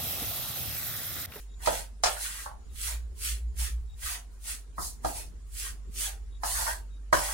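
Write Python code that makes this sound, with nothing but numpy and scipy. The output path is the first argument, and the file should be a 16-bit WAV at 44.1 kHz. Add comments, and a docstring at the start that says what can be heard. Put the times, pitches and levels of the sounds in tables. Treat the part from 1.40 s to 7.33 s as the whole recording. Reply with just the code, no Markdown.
"""A wooden spoon stirs a dry flour mixture in a metal pan on a tiled kitchen counter, heard in stereo.
From the start, filtered random clicks make the hiss of grains, over noise-built room air and traffic,
a sine motor hum and crickets: narrow noise bands trill, pulsed sines chirp. Within 0.3 s damped
pan modes rub and knock under the spoon, and do so again up to the end. From about 1.1 to 2.9 s a drone
of two beating sines passes. Sparse reflections follow the pan sounds throughout."""
import sys
import numpy as np
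from scipy import signal
from scipy.fft import rfft, irfft, next_fast_len
from scipy.io import wavfile
from scipy.ndimage import uniform_filter1d

SR = 44100
rng = np.random.default_rng(int(sys.argv[2]) if len(sys.argv) > 2 else 0)


def linear_from_db(decibels):
    """Turn decibels (scalar or array-like) into linear amplitude factors; 0 gives 1."""
    return 10 ** (np.asarray(decibels, float) / 20)


def to_wav(s):
    """Save 16-bit WAV."""
    ch = np.atleast_2d(s).T  # columns
    pcm = np.round(np.clip(ch, -1, 1) * 32767)  # PCM
    wavfile.write(sys.argv[1], SR, pcm.astype(np.int16))


N = 261513  # samples

# Modes of the loaded pan. Each row: frequency in Hz, level in dB, t60 in seconds before contact damping.
PAN_MODES = [(440, -15, .16), (505, -12, .18), (588, -6, .2), (640, -9, .18), (690, -1, .22),
             (740, -5, .18), (790, -3, .2), (862, -1, .22), (922, 0, .18), (1000, -3, .18), (1100, -5, .15),
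             (1210, -3, .15), (1276, -3, .15), (1366, -4, .12), (1445, -3, .12), (1590, 3, .15),
             (1710, 1, .12), (1825, 0, .12), (1930, 0, .14), (2100, -5, .1), (2300, -10, .1)]


def evened(x):
    """Normalization: scales a signal to unit rms."""
    return x / np.sqrt(np.mean(x ** 2) + 1e-20)


def read(points, hz):
    """Linear interpolation of a table over logarithmic frequency, held flat beyond its ends."""
    f, value = np.transpose(points)
    return np.interp(np.log(hz + 1), np.log(f + 1), value, left=value[0], right=value[-1])


def colour(x, points):
    """Linear filtering: the spectrum is multiplied by a tabled magnitude response."""
    size = next_fast_len(x.shape[-1])
    response = linear_from_db(read(points, np.fft.rfftfreq(size, 1 / SR)))
    return irfft(rfft(x, size) * response, size)[..., :x.shape[-1]]


def patchy(x, patch_db):
    """Spectro-temporal modulation: short, narrow patches of the spectrum swell and sink at random."""
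    z = signal.stft(x, nperseg=512, noverlap=384)[2]
    field = uniform_filter1d(rng.standard_normal(z.shape), size=2, axis=-2)
    field = uniform_filter1d(field, size=14, axis=-1)
    return signal.istft(z * linear_from_db(patch_db * evened(field)), nperseg=512, noverlap=384)[1][..., :N]


def grains(per_s, spread_db):
    """Shot noise: random impacts of either sign, a few of them large."""
    size = linear_from_db(spread_db * np.minimum(rng.exponential(1, N), 4)) * rng.standard_normal(N)
    return evened(size * (rng.random(N) < per_s / SR))


def stroke_gain(rows, column, fall_db_per_s, lag_s=0):
    """Incoherent addition: pushes run up, tire while held and die away; their powers add."""
    run_up_db, run_up_bend = -44, 1.51  # level at the start of a run-up; how it rounds into full speed
    sag_db_per_s, settle_s = 12.5, 0.033  # the held push tires, then rounds off into the fall
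    t = np.arange(0, N + 32, 32) / SR
    power = 0
    for row in rows:
        s, run_up, hold = row[0] + lag_s, row[1] + 0.0011, row[2]
        early = np.maximum(s - t, 0) / run_up
        late = np.maximum(t - s - hold, 0)
        db = run_up_db * early ** run_up_bend
        db -= sag_db_per_s * np.clip(t - s, 0, hold)
        db -= fall_db_per_s * (np.hypot(late, settle_s) - settle_s)
        power = power + linear_from_db(np.maximum(row[column] + db, -200)) ** 2
    return np.interp(np.arange(N) / SR, t, np.sqrt(power))


def ring_of(modes, shares_db, phases):
    """Modal superposition: a body's answer to one tap is a sum of decaying sines."""
    hz, db, t60 = np.array(modes).T[:, :, None]
    t = np.arange(SR // 2) / SR
    level = linear_from_db(db + shares_db[:, None] - 60 * t / t60)
    return (level * np.sin(2 * np.pi * (hz * t + phases[:, None]))).sum(0)


def flour():
    """Granular noise: independent fine grains and coarser lumps for left, right and both sides."""
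    # Pushes through the flour. Each row: time of full speed, run-up and hold in seconds,
    # fine grain and coarse lump levels in dB before the mix.
    strokes = [(-.05, .05, 0, -47, -54.5), (.268, 0.097, 0.1, -37, -43.5), (.637, 0.014, 0.072, -39, -43),
               (.83, 0.15, 0.014, -36, -46.5), (.9, 0.092, .12, -42.5, -50.5),
               (1.44, 0.16, 0.048, -36, -43.5), (1.85, .12, .04, -35, -43), (2.2, 0.064, 0.038, -37, -44.5),
               (2.66, 0.12, 0.058, -37, -43.5), (2.93, 0.064, 0, -68.5, -87),
               (3.09, 0.12, 0.018, -38.5, -48), (3.42, .08, 0.036, -38, -63), (3.675, 0.078, 0, -39.5, -53),
               (3.77, 0.13, 0.0073, -41, -51.5), (4.07, 0.017, 0, -68, -82),
               (4.2, .14, 0.049, -38.5, -47.5), (4.61, 0.12, 0.033, -33.5, -42),
               (5.06, 0.055, 0.14, -34, -48.5), (5.18, 0.18, 0.12, -35, -49),
               (5.73, 0.0095, .25, -34.5, -44)]
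    # Spectra of fine grains and lumps. Each row: frequency in Hz, response in dB.
    fine_spectrum = [(1940, -29), (3300, -24.5), (3640, -11.5), (4550, -2.5), (4990, -5.5), (5870, -4),
                     (7840, -1), (8880, 0.5), (9920, 1.5), (11700, -6), (15100, -11), (15800, -9)]
    coarse_spectrum = [(700, -56), (1200, -12.5), (2300, -5), (3000, -5.5), (3600, -6.5), (4600, -20)]
    fall_db_per_s = 318
    fine = stroke_gain(strokes, column=3, fall_db_per_s=fall_db_per_s)
    # lumps move later than the fine grains
    coarse = stroke_gain(strokes, column=4, fall_db_per_s=fall_db_per_s, lag_s=0.0027)
    out = np.zeros((3, N))
    for side in out:
        side += fine * evened(colour(grains(16000, 3.4), fine_spectrum))
        side += coarse * evened(colour(grains(2000, 3.2), coarse_spectrum))
    return patchy(out, patch_db=3.5)


def kitchen(x):
    """Reverberation: sparse reflections die treble first; three stereo patterns trade weight cyclically."""
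    # Decay of the reflections. Each row: frequency in Hz, t60 in seconds.
    decay = [(150, 0.23), (700, 0.31), (2000, 0.16), (6000, 0.13), (14000, 0.06)]
    out = np.zeros((2, N))
    for turn in range(3):
        taps = np.zeros((2, SR // 2))
        # one reflection at random in every 20 samples
        at = np.arange(100, SR // 2 - 20, 20) + rng.integers(0, 20, (2, (SR // 2 - 101) // 20))
        np.put_along_axis(taps, at, rng.choice([-1., 1.], at.shape), 1)
        hz, t, z = signal.stft(taps, SR, nperseg=256)
        fading = linear_from_db(-60 * t / read(decay, hz)[:, None])
        tail = signal.istft(z * fading, SR, nperseg=256)[1]
        tail /= np.linalg.norm(tail[0])
        cycles = .9 * np.arange(N) / SR + turn / 3
        share = np.sqrt(2 / 3) * np.cos(2 * np.pi * cycles)
        out += signal.fftconvolve((x * share)[None], tail, axes=1)[:, :N]
    return out


def at_microphones(x):
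    """Propagation delay: the right microphone is nearer to the pan, so the left hears it later."""
    left_lag = 43  # samples
    return np.array([np.roll(x, left_lag), x])


def air():
    """Partial coherence: room air over distant traffic, alike on both sides only in the bass."""
    # Each row: frequency in Hz, left-right correlation.
    likeness = [(60, 0.49), (130, 0.53), (290, 0), (640, 0)]
    # Traffic levels. Each row: time in seconds, rumble and murmur in dB before the gusts.
    traffic = [(0, -64, -70.5), (.25, -47.5, -57), (.8, -57, -66), (1.6, -47, -61.5), (2.45, -43, -64.5),
               (3, -54.5, -64), (3.7, -53, -59), (4.1, -47, -64.5), (4.5, -53, -60.5), (5.3, -48, -63.5),
               (5.93, -63, -63)]
    # Spectra of rumble, murmur and room air. Each row: frequency in Hz, response in dB.
    rumble_spectrum = [(12, -17), (24, 1), (36, -10.5), (54, -20), (61, 9.5), (70, 1.5), (85, -14),
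                       (120, -19), (200, -78)]
    murmur_spectrum = [(65, -3), (110, -4.5), (200, -3), (330, -8), (420, -3.5), (560, -19.5), (800, -46.5)]
    air_spectrum = [(400, -37), (620, 4), (1200, 2), (2800, -4.5), (9500, -6), (10800, -10), (11800, -24),
                    (15800, -27)]
    a, b = rfft(rng.standard_normal((2, N)))
    same = np.clip(read(likeness, np.fft.rfftfreq(N, 1 / SR)), -1, 1)
    pair = irfft([a, same * a + np.sqrt(1 - same ** 2) * b], N)
    # slow random gusts, 2 dB rms
    gusts_db = 2 * evened(colour(rng.standard_normal((2, N)), [(1, 0), (3, 0), (7, -60)]))
    s, *levels_db = np.transpose(traffic)
    t = np.arange(N) / SR
    rumble, murmur = (linear_from_db(np.interp(t, s, db) + gust_db) for db, gust_db in zip(levels_db, gusts_db))
    soft = murmur * evened(colour(pair, murmur_spectrum))
    soft += linear_from_db(-69) * evened(colour(pair, air_spectrum))
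    return patchy(soft, patch_db=4.5) + rumble * evened(colour(pair, rumble_spectrum))


def hums():
    """Interference: a motor hum dips, then slowly grows; a passing drone's two engine tones beat."""
    # Motor hum. Each row: time in seconds, level in dB before wavering and the mix.
    hum_levels = [(0, -43.5), (1.2, -48), (3, -45), (4.5, -41.5), (5.93, -40)]
    # Passing drone. Each row: time in seconds, lower and upper tone levels in dB before the mix.
    drone_levels = [(1.099, -70, -58), (1.35, -46.5, -61), (1.56, -34, -68), (1.69, -38.5, -66),
                    (1.776, -47, -70), (1.93, -32.5, -48), (2.1, -34.5, -44), (2.4, -32.5, -41),
                    (2.55, -46, -49), (2.9, -80, -74)]
    t = np.arange(N) / SR
    waver_db = 0.91 * evened(colour(rng.standard_normal(N), [(.5, -4), (3, -90)]))
    hum_gain = linear_from_db(np.interp(t, *np.transpose(hum_levels)) + waver_db)
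    hum = hum_gain * np.sin(2 * np.pi * 49.2 * t)
    in_step_s = 2.232  # both drone tones are in phase here
    s, *levels_db = np.transpose(drone_levels)
    drone = 0
    for hz, db in zip((56.8, 63.2), levels_db):
        gain = linear_from_db(np.interp(t, s, db, left=-90, right=-90))
        drone = drone + gain * np.sin(2 * np.pi * hz * (t - in_step_s))
    # slightly stronger on the right
    return np.sqrt(2) * (drone + hum) * linear_from_db(np.array([[-.7], [.7]]))


def crickets():
    """Amplitude modulation: narrow noise bands waver as trills; pulsed tones chirp, stronger on the left."""
    # Far trills. Each row: frequency in Hz, level in dB before swelling, half-width at -12 dB in Hz.
    trills = [(6990, -77, 25), (5960, -88, 30), (7780, -90, 30), (7390, -86, 30), (9590, -92, 40)]
    # Chirps. Each row: start in seconds, high and low cricket levels in dB before pulsing and panning.
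    chirps = [(0.069, -70, -79), (.5, -110.5, -105.5), (1.268, -74, -82), (2.47, -68, -82),
              (4.898, -65, -73), (5.498, -67.5, -101)]
    out = np.zeros((2, N))
    for hz, db, width in trills:
        line = [(hz - 3 * width, -60), (hz - width, -12), (hz, 0), (hz + width, -12), (hz + 3 * width, -60)]
        swell_db = 3.5 * evened(colour(rng.standard_normal(N), [(2, 0), (5, -90)]))
        out += linear_from_db(db + swell_db) * evened(colour(rng.standard_normal((2, N)), line))
    t = np.arange(int(.1 * SR)) / SR
    pulses = signal.windows.tukey(len(t), .6) * (.75 - 0.32 * np.cos(2 * np.pi * 48 * t))
    for s, high_db, low_db in chirps:
        flutter_db = 4 * evened(uniform_filter1d(rng.standard_normal((2, len(t))), size=300))
        chirp = linear_from_db(high_db) * np.sin(2 * np.pi * 3780 * t)
        chirp += linear_from_db(low_db) * np.sin(2 * np.pi * 3420 * t)
        start = round(s * SR)
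        out[:, start:start + len(t)] += pulses * chirp * linear_from_db(flutter_db + np.array([[6], [0]]))
    return out


def rubbing():
    """Stick-slip excitation: spoon and lumps slip along the metal; slips excite varied mixes of modes."""
    # The spoon dragging along the wall. Each row: time of firm contact, run-up and hold in seconds,
    # low and high pan mode levels in dB before the mix.
    rubs = [(.22, 0.056, .18, -59.5, -59), (.636, 0.016, 0, -52, -64), (.78, .1, 0.011, -59.5, -52.5),
            (.84, .08, .18, -68.5, -56), (1.49, .1, 0.0086, -61.5, -51), (1.85, 0.098, 0.059, -82, -73),
            (2.2, 0.037, 0.00019, -64.5, -72), (2.66, 0.12, 0.062, -63.5, -51),
            (2.72, 0.056, 0, -54.5, -63), (3.09, 0.11, 0.0011, -64.5, -57), (3.375, 0.027, 0.046, -59, -62),
            (3.64, 0.06, 0.023, -59, -59), (3.77, 0.067, 0, -55.5, -72), (4.24, 0.16, 0, -71, -54.5),
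            (4.64, 0.1, 0.031, -58, -54.5), (5.045, 0.044, .14, -46, -47), (5.2, 0.12, 0.095, -45, -43.5),
            (5.76, .03, .2, -49.5, -44)]
    fall_db_per_s = 387
    out = np.zeros((2, N))
    high = np.array(PAN_MODES)[:, 0] > 1050
    for shares_db, phases in zip(*rng.standard_normal((2, 8, len(PAN_MODES)))):
        for part, muted in zip(out, (high, ~high)):
            # pressure and shifting flour detune the wall
            bent = np.array(PAN_MODES) * [rng.uniform(.94, 1.06), 1, 1]
            ring = ring_of(bent, 3 * shares_db - 100 * muted, phases)
            t = np.arange(len(ring)) / SR
            ring *= linear_from_db(-700 * t) * (1 - np.exp(-t / .002))  # the pressing spoon damps the wall
            part += signal.oaconvolve(grains(200, 7.1), ring / np.linalg.norm(ring))[:N]
    low_rub = stroke_gain(rubs, column=3, fall_db_per_s=fall_db_per_s) * evened(out[0])
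    high_rub = stroke_gain(rubs, column=4, fall_db_per_s=fall_db_per_s) * evened(out[1])
    return patchy(low_rub + high_rub, patch_db=3.5)


def knocks():
    """Impact excitation: a blow rings modes near its pitch, thuds the counter and throws a crack of grains."""
    # Spoon against the pan. Each row: start in seconds, ring peak in dB before the mix, favoured pitch in Hz,
    # crack and thud levels in dB against the ring's peak, dullness in dB per squared octave.
    blows = [(0.258, -30, 1460, 2.5, -40, 10), (0.273, -12.5, 680, -23, -31, 8.5),
             (0.287, -51, 760, -29.5, -21, 9.2), (0.326, -29.5, 580, -8, -36, 7.8),
             (0.635, -12.5, 1030, -6.5, -33, 1.1), (0.658, -18.5, 810, -5.5, -38, 5.9),
             (0.666, -20.5, 886, -6.5, -33, 6.8), (1.059, -28.5, 950, -33, -30, 22),
             (1.112, -39.5, 820, -27, -24, 13), (2.195, -52, 1120, -2, -27, 10),
             (3.38, -26, 740, -42, -15, 8.4), (3.646, -19.5, 796, -16, -19, 21),
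             (5.033, -20, 950, -16, -30.5, 7.2), (5.058, -44, 860, 2, -36, 9.1),
             (5.277, -26.5, 900, -26, -39, 40), (5.727, -8, 970, -19, -25, 3.5),
             (5.743, -32, 1260, -1, -39, 3.7)]
    # Modes of the counter. Each row: frequency in Hz, level in dB, t60 in seconds.
    counter_modes = [(65, -12, 0.22), (133.3, 6.5, 0.053), (185, 0, .12), (276, 3.5, 0.073),
                     (323.6, 3, 0.098), (379.4, 0, 0.075)]
    # Spectrum of the crack. Each row: frequency in Hz, response in dB.
    crack_spectrum = [(1470, -14.5), (2500, 0), (2850, -6.5), (4710, 2), (7140, -0.5), (9870, -6),
                      (15800, -71)]
    out = np.zeros(N + SR)
    t = np.arange(SR // 2) / SR
    for s, db, hz, crack_db, thud_db, dull_db in blows:
        chance_db = 2.5 * rng.standard_normal(len(PAN_MODES))
        octaves = np.log2(np.array(PAN_MODES)[:, 0] / hz)
        ring = ring_of(PAN_MODES, chance_db - dull_db * octaves ** 2, rng.random(len(PAN_MODES)))
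        # the wall swings widely under the spoon, then the flour damps it;
        # the hand on the rim shortens the remaining ring by 60 dB per second
        ring *= 0.036 * linear_from_db(-60 * t) + np.exp(-(t / 0.0057) ** 2)
        ring *= 1 - np.exp(-(t / 0.0011) ** 2)  # soft wood: the contact builds up
        thud_shares_db = 3 * rng.standard_normal(len(counter_modes))
        thud = ring_of(counter_modes, thud_shares_db, np.zeros(len(counter_modes)))
        thud *= 1 - np.exp(-t / 0.0043)
        crack = evened(colour(rng.standard_normal(len(t)), crack_spectrum))
        crack *= linear_from_db(-900 * t) * (1 - np.exp(-t / 0.0014))
        blow = ring / abs(ring).max()
        blow += linear_from_db(thud_db) * thud / abs(thud).max()
        blow += linear_from_db(crack_db) * crack
        out[round(s * SR):][:len(t)] += linear_from_db(db) * blow
    return out[:N]


def scene():
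    """Superposition: pan sounds, direct and reflected, add to the night background."""
    # Balance of the pan sounds. Each row: frequency in Hz, left minus right in dB.
    sides = [(60, 38), (130, -7), (290, -2.5), (640, -5), (1410, 0), (3100, -1), (6820, 2), (15000, -11)]
    left, right, both = flour()
    metal = rubbing() + knocks()
    near = linear_from_db(-5.0) * np.array([left, right])
    near += at_microphones(linear_from_db(-10.5) * both + linear_from_db(-2.5) * metal)
    near += kitchen(linear_from_db(-5.5) * both + linear_from_db(-4.5) * metal)
    # each side takes half of the difference
    near = [colour(x, [(f, side * db / 2) for f, db in sides]) for x, side in zip(near, (1, -1))]
    return np.array(near) * np.sqrt(2) + air() + hums() + crickets()


def roll_off(x):
    """The treble ends steeply here."""
    return signal.sosfilt(signal.butter(12, 16970, fs=SR, output="sos"), x)


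def record(dry):
    """Band limitation: a linear-phase low-pass ends the treble near 15.9 kHz."""
    edge_hz = 15880
    low_pass = signal.firwin(511, edge_hz, window=("kaiser", 9), fs=SR)
    limited = signal.oaconvolve(dry, low_pass[None], "same")
    return roll_off(limited)


dry = scene()
out = record(dry)
to_wav(out)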